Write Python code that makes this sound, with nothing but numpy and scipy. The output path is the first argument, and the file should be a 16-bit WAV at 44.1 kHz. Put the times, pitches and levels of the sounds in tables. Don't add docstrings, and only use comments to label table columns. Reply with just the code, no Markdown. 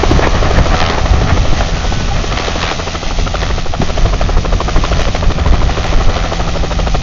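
import sys
import numpy as np
from scipy.fft import rfft, irfft, next_fast_len
from scipy.io import wavfile
from scipy.ndimage import uniform_filter1d, map_coordinates

SR = 44100
rng = np.random.default_rng(int(sys.argv[2]) if len(sys.argv) > 2 else 0)


def waveform_to_disk(signal):
    frames = np.transpose(np.atleast_2d(signal))
    scaled = np.clip(frames, -1, 1) * 32767
    samples = np.round(scaled).astype(np.int16)
    wavfile.write(sys.argv[1], SR, samples)


N = 309582

BLADE_HZ, TAIL_HZ = 12.7307, 83.0
TAIL_FIRST_S = .0057
# t/s, angle between the nose and the microphone/degrees
HEADING = [(0, 89), (1.5, 51), (2.5, 34), (4, 7), (7, -20.5)]
# t/s, level/dB
ROAR = [(0.0, -18.5), (0.86, -18.5), (1.02, -19.5), (1.64, -23), (2.05, -25), (2.58, -24), (3.03, -28),
        (3.46, -30.5), (3.6, -31), (3.99, -25), (4.4, -30), (4.98, -24), (5.2, -28), (6.12, -25),
        (6.69, -27.5), (7.02, -32)]


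def main_rotor(swish_s=.0031, tip_s=.0028, wash_s=.011, vortex_gap_s=.002843):
    # t/s, level/dB
    blade_load = [(0, -17), (.9, -17.5), (1.5, -21.5), (2.15, -25), (2.4, -21), (2.9, -19.5), (3.12, -23.5),
                  (3.3, -19), (3.6, -21), (4.2, -19), (4.8, -17), (5.4, -19), (6.1, -18.5), (6.4, -19),
                  (7, -17.5)]
    # t/s, swish ahead/s, tip slap behind/s
    strike_split = [(0, 0.0011, 0.0009), (1.5, 0.0023, 0.00064), (2.5, 0.00065, 0.0045),
                    (3.3, 0.0039, 0.0063), (3.9, 0.003, 0.003), (4.7, 0.0039, 0.0085),
                    (5.4, 0.0041, 0.0081), (6.2, 0.0048, 0.0092), (6.6, 0.0014, 0.011),
                    (7, 0.00055, 0.0058)]
    # t/s, length/usual length
    wake_smear = [(0, 1.3), (3.3, 1.1), (5.2, 1.15), (6.1, 1.8), (7, 1.45)]
    # f/Hz, level/dB
    swish_spectrum = [(120, -29.5), (280, 2), (450, 4), (750, 1), (1000, 1), (1350, -3.5), (1600, -13.5),
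                      (3000, -20.5), (7000, -37.5)]
    tip_spectrum = [(150, -21), (350, 9), (700, -2), (1300, -4), (2000, -8), (3300, -10.5), (7000, -23.5)]
    thump_spectrum = [(150, -16.5), (230, -5), (310, -3), (420, 1), (530, -9), (700, -2.5), (900, -12),
                      (1200, -27), (2000, -22.5), (6000, -18)]
    t, number = passes(BLADE_HZ, first=.037)
    ahead, behind = curves(strike_split)
    smear, = curves(wake_smear)
    side = side_on()
    thump_db, tip_db = -13.5 + 2.5 * side, 3.3 - 2.8 * side
    swish = amp(4) * bell(t + ahead, swish_s * smear) * steadied(noise(swish_spectrum))
    swish *= scatter(number, spread_db=.4)
    tip = amp(tip_db) * bell(t - behind, tip_s * smear) * steadied(noise(tip_spectrum))
    wash = amp(-6) * bell(t - (behind - ahead) / 2, wash_s) * noise(swish_spectrum)
    hits = sum(.64 ** abs(k) * cracks(t - k * vortex_gap_s, number, spread_db=4, jitter_s=.00034)
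               for k in (-1, 0, 1))
    thump = amp(thump_db) * coloured(hits, thump_spectrum)
    beat = amp(curves(blade_load)[0]) * (over_grass((swish + tip) / np.sqrt(smear) + wash) + thump)
    chops, outline = hard_slaps()
    return beat * (1 - .63 * outline) + chops


def hard_slaps(width_s=.0016, reference_hz=800):
    # t/s, level/dB, f/Hz
    strikes = [(.037, -1.5, 398), (.116, 2.5, 325), (.195, -3, 391), (.273, -3.5, 505), (.589, -3.5, 590),
               (.658, -10.5, 603), (.668, -16.5, 1000), (.746, -5, 680), (.986, -10.5, 897),
               (1.217, -8, 417), (1.374, -10, 550), (1.609, -5.5, 710), (1.925, -11, 803),
               (2.485, -8.5, 440), (2.957, -10, 1225), (3.277, -8.5, 1313), (3.344, -10, 663),
               (3.356, -9.5, 1340), (3.434, -11.5, 1860), (3.513, -15.5, 1920), (3.739, -8, 705),
               (3.751, -13.5, 1330), (3.819, -7.5, 710), (4.214, -6.5, 682), (4.222, -12, 1280),
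               (4.529, -8.5, 700), (4.606, -8, 1062), (4.693, -9, 1337), (4.84, -7.5, 1090),
               (4.918, -8.5, 612), (4.929, -8.5, 1347), (4.996, -9.5, 555), (5.151, -8, 704),
               (5.463, -9.5, 970), (5.697, -8, 703), (6.873, -6, 660), (6.952, -7.5, 694)]
    # f/Hz, level/dB
    crack_spectrum = [(400, -14), (800, -0.5), (1350, -1.5), (2100, -2.5), (3200, -6.5), (7000, -22.5)]
    t = np.arange(N) / SR
    chops, outline = np.zeros(N), np.zeros(N)
    crack = amp(-11) * steadied(noise(crack_spectrum))
    overtone = amp(-6) * side_on()
    waver = .3 * wobble(500)
    for s, db, hz in strikes:
        near = np.abs(t - s) < .02
        shape = bell(t[near] - s, width_s * (reference_hz / hz) ** .4)
        phase = 2 * np.pi * hz * (t[near] - s) + rng.uniform(0, 2 * np.pi) + waver[near]
        tone = np.sin(phase) + overtone[near] * np.sin(2 * phase)
        chops[near] += amp(db) * shape * (tone + (hz / reference_hz) ** .56 * crack[near])
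        outline[near] = np.maximum(outline[near], shape)
    return chops, outline


def tail_rotor():
    # t/s, burst width/s, tick level/dB
    cut_edge = [(0, 0.0019, -10), (.85, 0.0011, -4), (1.3, 0.0022, -7.5), (2.45, 0.0018, -2),
                (2.72, 0.0026, -5.5), (3.4, 0.00071, -4.5), (5, 0.00063, -4.5), (6, 0.0022, -1),
                (7, 0.00073, -5)]
    # t/s, level/dB
    vortex_hits = [(2.378, -48), (2.715, -51.5), (4.852, -47.5), (4.97, -57), (5.018, -47.5),
                   (5.054, -48.5), (5.211, -53.5), (5.843, -48.5)]
    # f/Hz, level/dB
    rasp_spectrum = [(200, -10), (450, -0.5), (700, 5), (1200, 6), (2000, 4), (3600, 3.5), (5500, -6),
                     (7200, -21)]
    drone_spectrum = [(250, -5.5), (420, 4), (650, 1), (800, 3.5), (1000, 0), (1300, -2), (2000, -19.5),
                      (3500, -34.5), (7000, -52)]
    t, number = passes(TAIL_HZ, TAIL_FIRST_S)
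    width, tick_db = curves(cut_edge)
    level = rasp_level()
    gate = bell(t, width) / np.sqrt(width)
    turbulence = steadied(rng.standard_normal(N), window_s=.0032)
    bursts = coloured(gate * turbulence * scatter(number, spread_db=4), rasp_spectrum)
    pulses = cracks(t + .00005 * wobble(14), number, spread_db=2.5, jitter_s=.00006)
    ticks = coloured(pulses, rasp_spectrum)
    wake = throb(BLADE_HZ, first=.023, depth_db=1)
    rasp = level * wake * (amp(1.5) * bursts + amp(tick_db) * ticks)
    blows = sum(amp(db) * swell(s, 2 / SR, 2 / SR) for s, db in vortex_hits)
    snaps = np.linalg.norm([amp(db) for s, db in vortex_hits]) * coloured(blows, rasp_spectrum)
    phase = 2 * np.pi * TAIL_HZ * source_time()
    harmonics = sum(np.sin(k * phase + .085 * k * wobble(5) + rng.uniform(0, 2 * np.pi))
                    for k in range(4, 29))
    buzz = amp(-4) * level * coloured(harmonics, rasp_spectrum)
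    drone = amp(curves(ROAR)[0] - 8 + 1.5 * side_on()) * coloured(harmonics, drone_spectrum)
    return rasp + buzz + snaps + drone


def rasp_level(steady_db=-40):
    # t/s, level/dB, rise/s, fall/s
    encounters = [(.83, -21.5, 0.08, 0.079), (.905, -24.5, .02, .035), (2.42, -26, 0.088, 0.078),
                  (2.69, -21.5, 0.07, 0.03), (3.43, -27.5, 0.05, 0.072), (4.26, -32, 0.043, 0.023),
                  (5.001, -29, 0.066, 0.042), (5.85, -31.5, 0.32, 0.12), (6.17, -28, 0.055, 0.088)]
    power = sum((amp(db) * swell(s, rise, fall)) ** 2 for s, db, rise, fall in encounters)
    return np.sqrt(amp(steady_db) ** 2 + power)


def tail_hum(waver_db=.5):
    # multiple of the blade rate, nose-on level/dB, slope/dB per degree of heading
    harmonics = [(1, -34, 0.1424), (2, -28, -0.0644), (3, -37, -0.0515)]
    phase = 2 * np.pi * TAIL_HZ * source_time()
    heading, = curves(HEADING)
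    hum = np.zeros(N)
    for k, db, slope in harmonics:
        level = amp(db + slope * heading + waver_db * wobble(3.7))
        hum += level * np.sin(k * phase + .21 * wobble(8.7) + rng.uniform(0, 2 * np.pi))
    return np.sqrt(2) * hum


def exhaust(flutter_db=3):
    # f/Hz, level/dB
    spectrum = [(60, -8.5), (200, 1.5), (330, 0.5), (500, -8.5), (720, -1.5), (1000, -6), (1300, -7.5),
                (2000, -9.5), (4000, -28), (7200, -50.5)]
    return amp(curves(ROAR)[0] - 1.36 + flutter_db * wobble(35)) * noise(spectrum)


def turbine(shimmer_db=1, treble_hz=4500):
    # f/Hz, level/dB
    spectrum = [(500, -22.5), (1200, -24.5), (2000, 2.5), (3200, 4.5), (4400, 2), (5100, 0), (6100, 1),
                (6800, -6), (7200, -15.5)]
    # t/s, level/dB
    hiss_level = [(0.0, -26.5), (0.6, -27), (0.7, -27.5), (1.13, -27.5), (1.82, -27), (2.15, -28),
                  (2.54, -26), (2.68, -27.5), (2.99, -28), (3.42, -29.5), (3.6, -30), (3.77, -30.5),
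                  (4.05, -29), (4.36, -32.5), (4.55, -31), (4.83, -27.5), (5.06, -28), (5.2, -31.5),
                  (5.38, -32), (5.79, -30), (5.92, -29.5), (7.02, -30.5)]
    hiss = noise(spectrum)
    treble = filtered(hiss, lambda hz: 1 - bell(hz / treble_hz, .93))
    hiss += (amp(2.25 - 1.5 * side_on()) - 1) * treble
    hiss *= throb(TAIL_HZ, TAIL_FIRST_S, depth_db=1.5)
    return hiss * amp(curves(hiss_level)[0] - .03 + shimmer_db * wobble(22))


def thin_tones():
    # t/s, f/Hz, level/dB, width/s
    tones = [(1.08, 758, -26, .2), (1.93, 1497, -28.5, 0.16), (2.4, 1700, -34, 0.2), (2.4, 805, -33, .2),
             (2.12, 798, -14.5, 0.0084), (4.22, 1710, -35, 0.057), (5.95, 501.4, -37, 0.51),
             (6.4, 773.4, -30, 0.95)]
    t = np.arange(N) / SR
    return sum(amp(db - 2) * swell(s, width, width) * np.sin(2 * np.pi * hz * t + .44 * wobble(15))
               for s, hz, db, width in tones)


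def over_grass(x, share=.33, dull_hz=2600):
    # t/s, lag/s
    lag = [(0, 0.00168), (1, 0.00158), (2.4, 0.00159), (3.2, .00151), (4.2, 0.00164), (5.3, 0.001596),
           (7, 0.00158)]
    t = np.arange(N) / SR
    dulled = filtered(x, lambda hz: np.exp(-(hz / dull_hz) ** 2))
    return x + share * np.interp(t - curves(lag)[0], t, dulled)


def wind(lull_gain):
    # t/s, level/dB
    breeze = [(0, -18), (.45, -15.5), (.9, -15), (1.1, -11.5), (1.5, -13), (1.75, -14.5), (2.1, -14.5),
              (2.5, -20.5), (2.92, -21), (3.15, -16), (3.75, -16), (4.2, -12), (4.7, -16), (5.35, -13),
              (6.05, -15.5), (6.3, -17), (6.65, -14), (7.02, -14)]
    # t/s, level/dB, swing/s
    gusts = [(0.063, -2.5, .011), (0.124, -3.5, 0.0048), (0.325, -2, 0.0085), (0.401, -2.5, 0.0099),
             (0.579, 3, 0.0058), (.808, -5.5, .018), (1.112, 4, 0.0074), (1.22, -1, 0.0046),
             (1.325, 2.5, 0.0035), (1.396, 0, 0.008), (1.503, 0.5, 0.018), (3.066, -5.5, .016),
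             (3.188, -4, .01), (3.534, -4, 0.0093), (3.626, -8.5, 0.011), (3.68, -5.5, 0.024),
             (3.802, 0, 0.0019), (4.03, 2, 0.013), (4.136, -4, 0.0051), (4.211, -3.5, 0.0098),
             (4.363, 3, 0.0095), (4.53, -2, 0.0086), (4.759, 2.5, 0.011), (4.935, -5.5, 0.0066),
             (5.067, -3.5, 0.01), (5.267, 1.5, 0.0082), (5.506, 5, 0.0088), (5.954, 2, 0.012),
             (6.064, 2.5, 0.016), (6.609, -3, 0.011), (6.929, -3.5, .014)]
    # t/s, level/dB, width/s
    flurries = [(.12, -12.5, 0.082), (0.599, -8, 0.019), (1.301, -17, 0.065), (2.04, -18.5, 0.06),
                (3.249, -18.5, 0.04), (4.37, -17, .02), (4.85, -27.5, 0.2), (5.46, -16.5, 0.12)]
    # f/Hz, level/dB
    rumble_spectrum = [(4, -29.5), (12, 4.5), (25, 2.5), (50, 0.5), (70, -8), (110, -19.5), (300, -83.5)]
    eddy_spectrum = [(35, -8.5), (60, -0.5), (85, 1.5), (120, -5), (170, -10), (250, -16), (500, -25.5),
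                     (2000, -72.5)]
    strength = amp(curves(breeze)[0])
    flurry = sum(amp(db) * swell(s, width, width) for s, db, width in flurries)
    lumps, sputter = amp(2.2 * wobble(16)), amp(2 * wobble(7.9))
    rumble = strength * unit(sputter * steadied(noise(rumble_spectrum), window_s=.2))
    eddies = unit(lumps * steadied(noise(eddy_spectrum), window_s=.075))
    flutter = np.hypot(amp(-5.5) * strength, flurry) * eddies
    air = lull_gain * (rumble + flutter)
    t = np.arange(N) / SR
    trail = amp(-11) * steadied(noise(eddy_spectrum), window_s=.042)
    for s, db, swing in gusts:
        u = (t - s) / swing - .5
        push_pull = -2 * u * bell(u, .57)
        air *= 1 - bell(u, .93)
        air += amp(db) * (push_pull + trail * bell(t - s - .025, .011))
    return air


def source_time():
    # t/s, extra distance/m
    drift = [(0, 0), (1, 1.2), (2, 1.8), (3.3, 4.9), (4.4, 6.1), (5, 4.9), (6.3, 1.3), (7.02, .5)]
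    return np.arange(N) / SR - curves(drift)[0] / 343


def side_on():
    return np.sin(np.radians(curves(HEADING)[0])) ** 2


def passes(rate, first):
    turns = (source_time() - first) * rate
    number = np.round(turns)
    return (turns - number) / rate, number.astype(int) + 1


def throb(rate, first, depth_db):
    return amp(depth_db * np.cos(2 * np.pi * rate * passes(rate, first)[0]))


def scatter(number, spread_db):
    return amp(spread_db * rng.standard_normal(1024)[number])


def cracks(t, number, spread_db, jitter_s):
    late = jitter_s * rng.standard_normal(1024)[number]
    return bell(t - late, 2 / SR) * scatter(number, spread_db)


def amp(db):
    return 10 ** (np.asarray(db) / 20)


def unit(x):
    return x / np.sqrt(np.mean(x ** 2) + 1e-20)


def curves(rows):
    s, *cols = np.transpose(rows)
    return [np.interp(np.arange(N) / SR, s, c) for c in cols]


def wobble(rate):
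    return map_coordinates(rng.standard_normal(int(N * rate / SR) + 4), [np.arange(N) * rate / SR])


def bell(t, width):
    return np.exp(-.5 * (t / width) ** 2)


def swell(s, rise, fall):
    first, last = np.clip([(s - 6 * rise) * SR, (s + 6 * fall) * SR], 0, N).astype(int)
    t = np.arange(first, last) / SR - s
    return np.pad(bell(t, np.where(t < 0, rise, fall)), (first, N - last))


def filtered(x, response):
    m = next_fast_len(N + SR // 2)
    return irfft(rfft(x, m) * response(np.fft.rfftfreq(m, 1 / SR)), m)[:N]


def coloured(x, spectrum):
    f, db = np.transpose(spectrum)
    return unit(filtered(x, lambda hz: amp(np.interp(np.log(hz + 1), np.log(f), db))))


def noise(spectrum):
    return coloured(rng.standard_normal(N), spectrum)


def steadied(x, window_s=.012):
    return x / np.sqrt(np.abs(uniform_filter1d(x ** 2, int(window_s * SR))) + 1e-9)


def scene():
    # t/s, width/s, helicopter/dB, wind and hum/dB
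    dip = (3.7, .04, -2, -12)
    s, width, helicopter_db, bass_db = dip
    lull = swell(s, width, width)
    bass_gain = amp(bass_db * lull)
    helicopter = main_rotor() + over_grass(tail_rotor() + exhaust() + turbine() + thin_tones())
    return (amp(helicopter_db * lull) * helicopter + bass_gain * tail_hum() + wind(bass_gain))[None]


def record(dry, ceiling=1.07, hardness=12, top_hz=7250):
    flattened = dry[0] / (1 + np.abs(dry[0] / ceiling) ** hardness) ** (1 / hardness)
    return filtered(flattened, lambda hz: hz < top_hz)[None]


dry = scene()
out = record(dry)
waveform_to_disk(out)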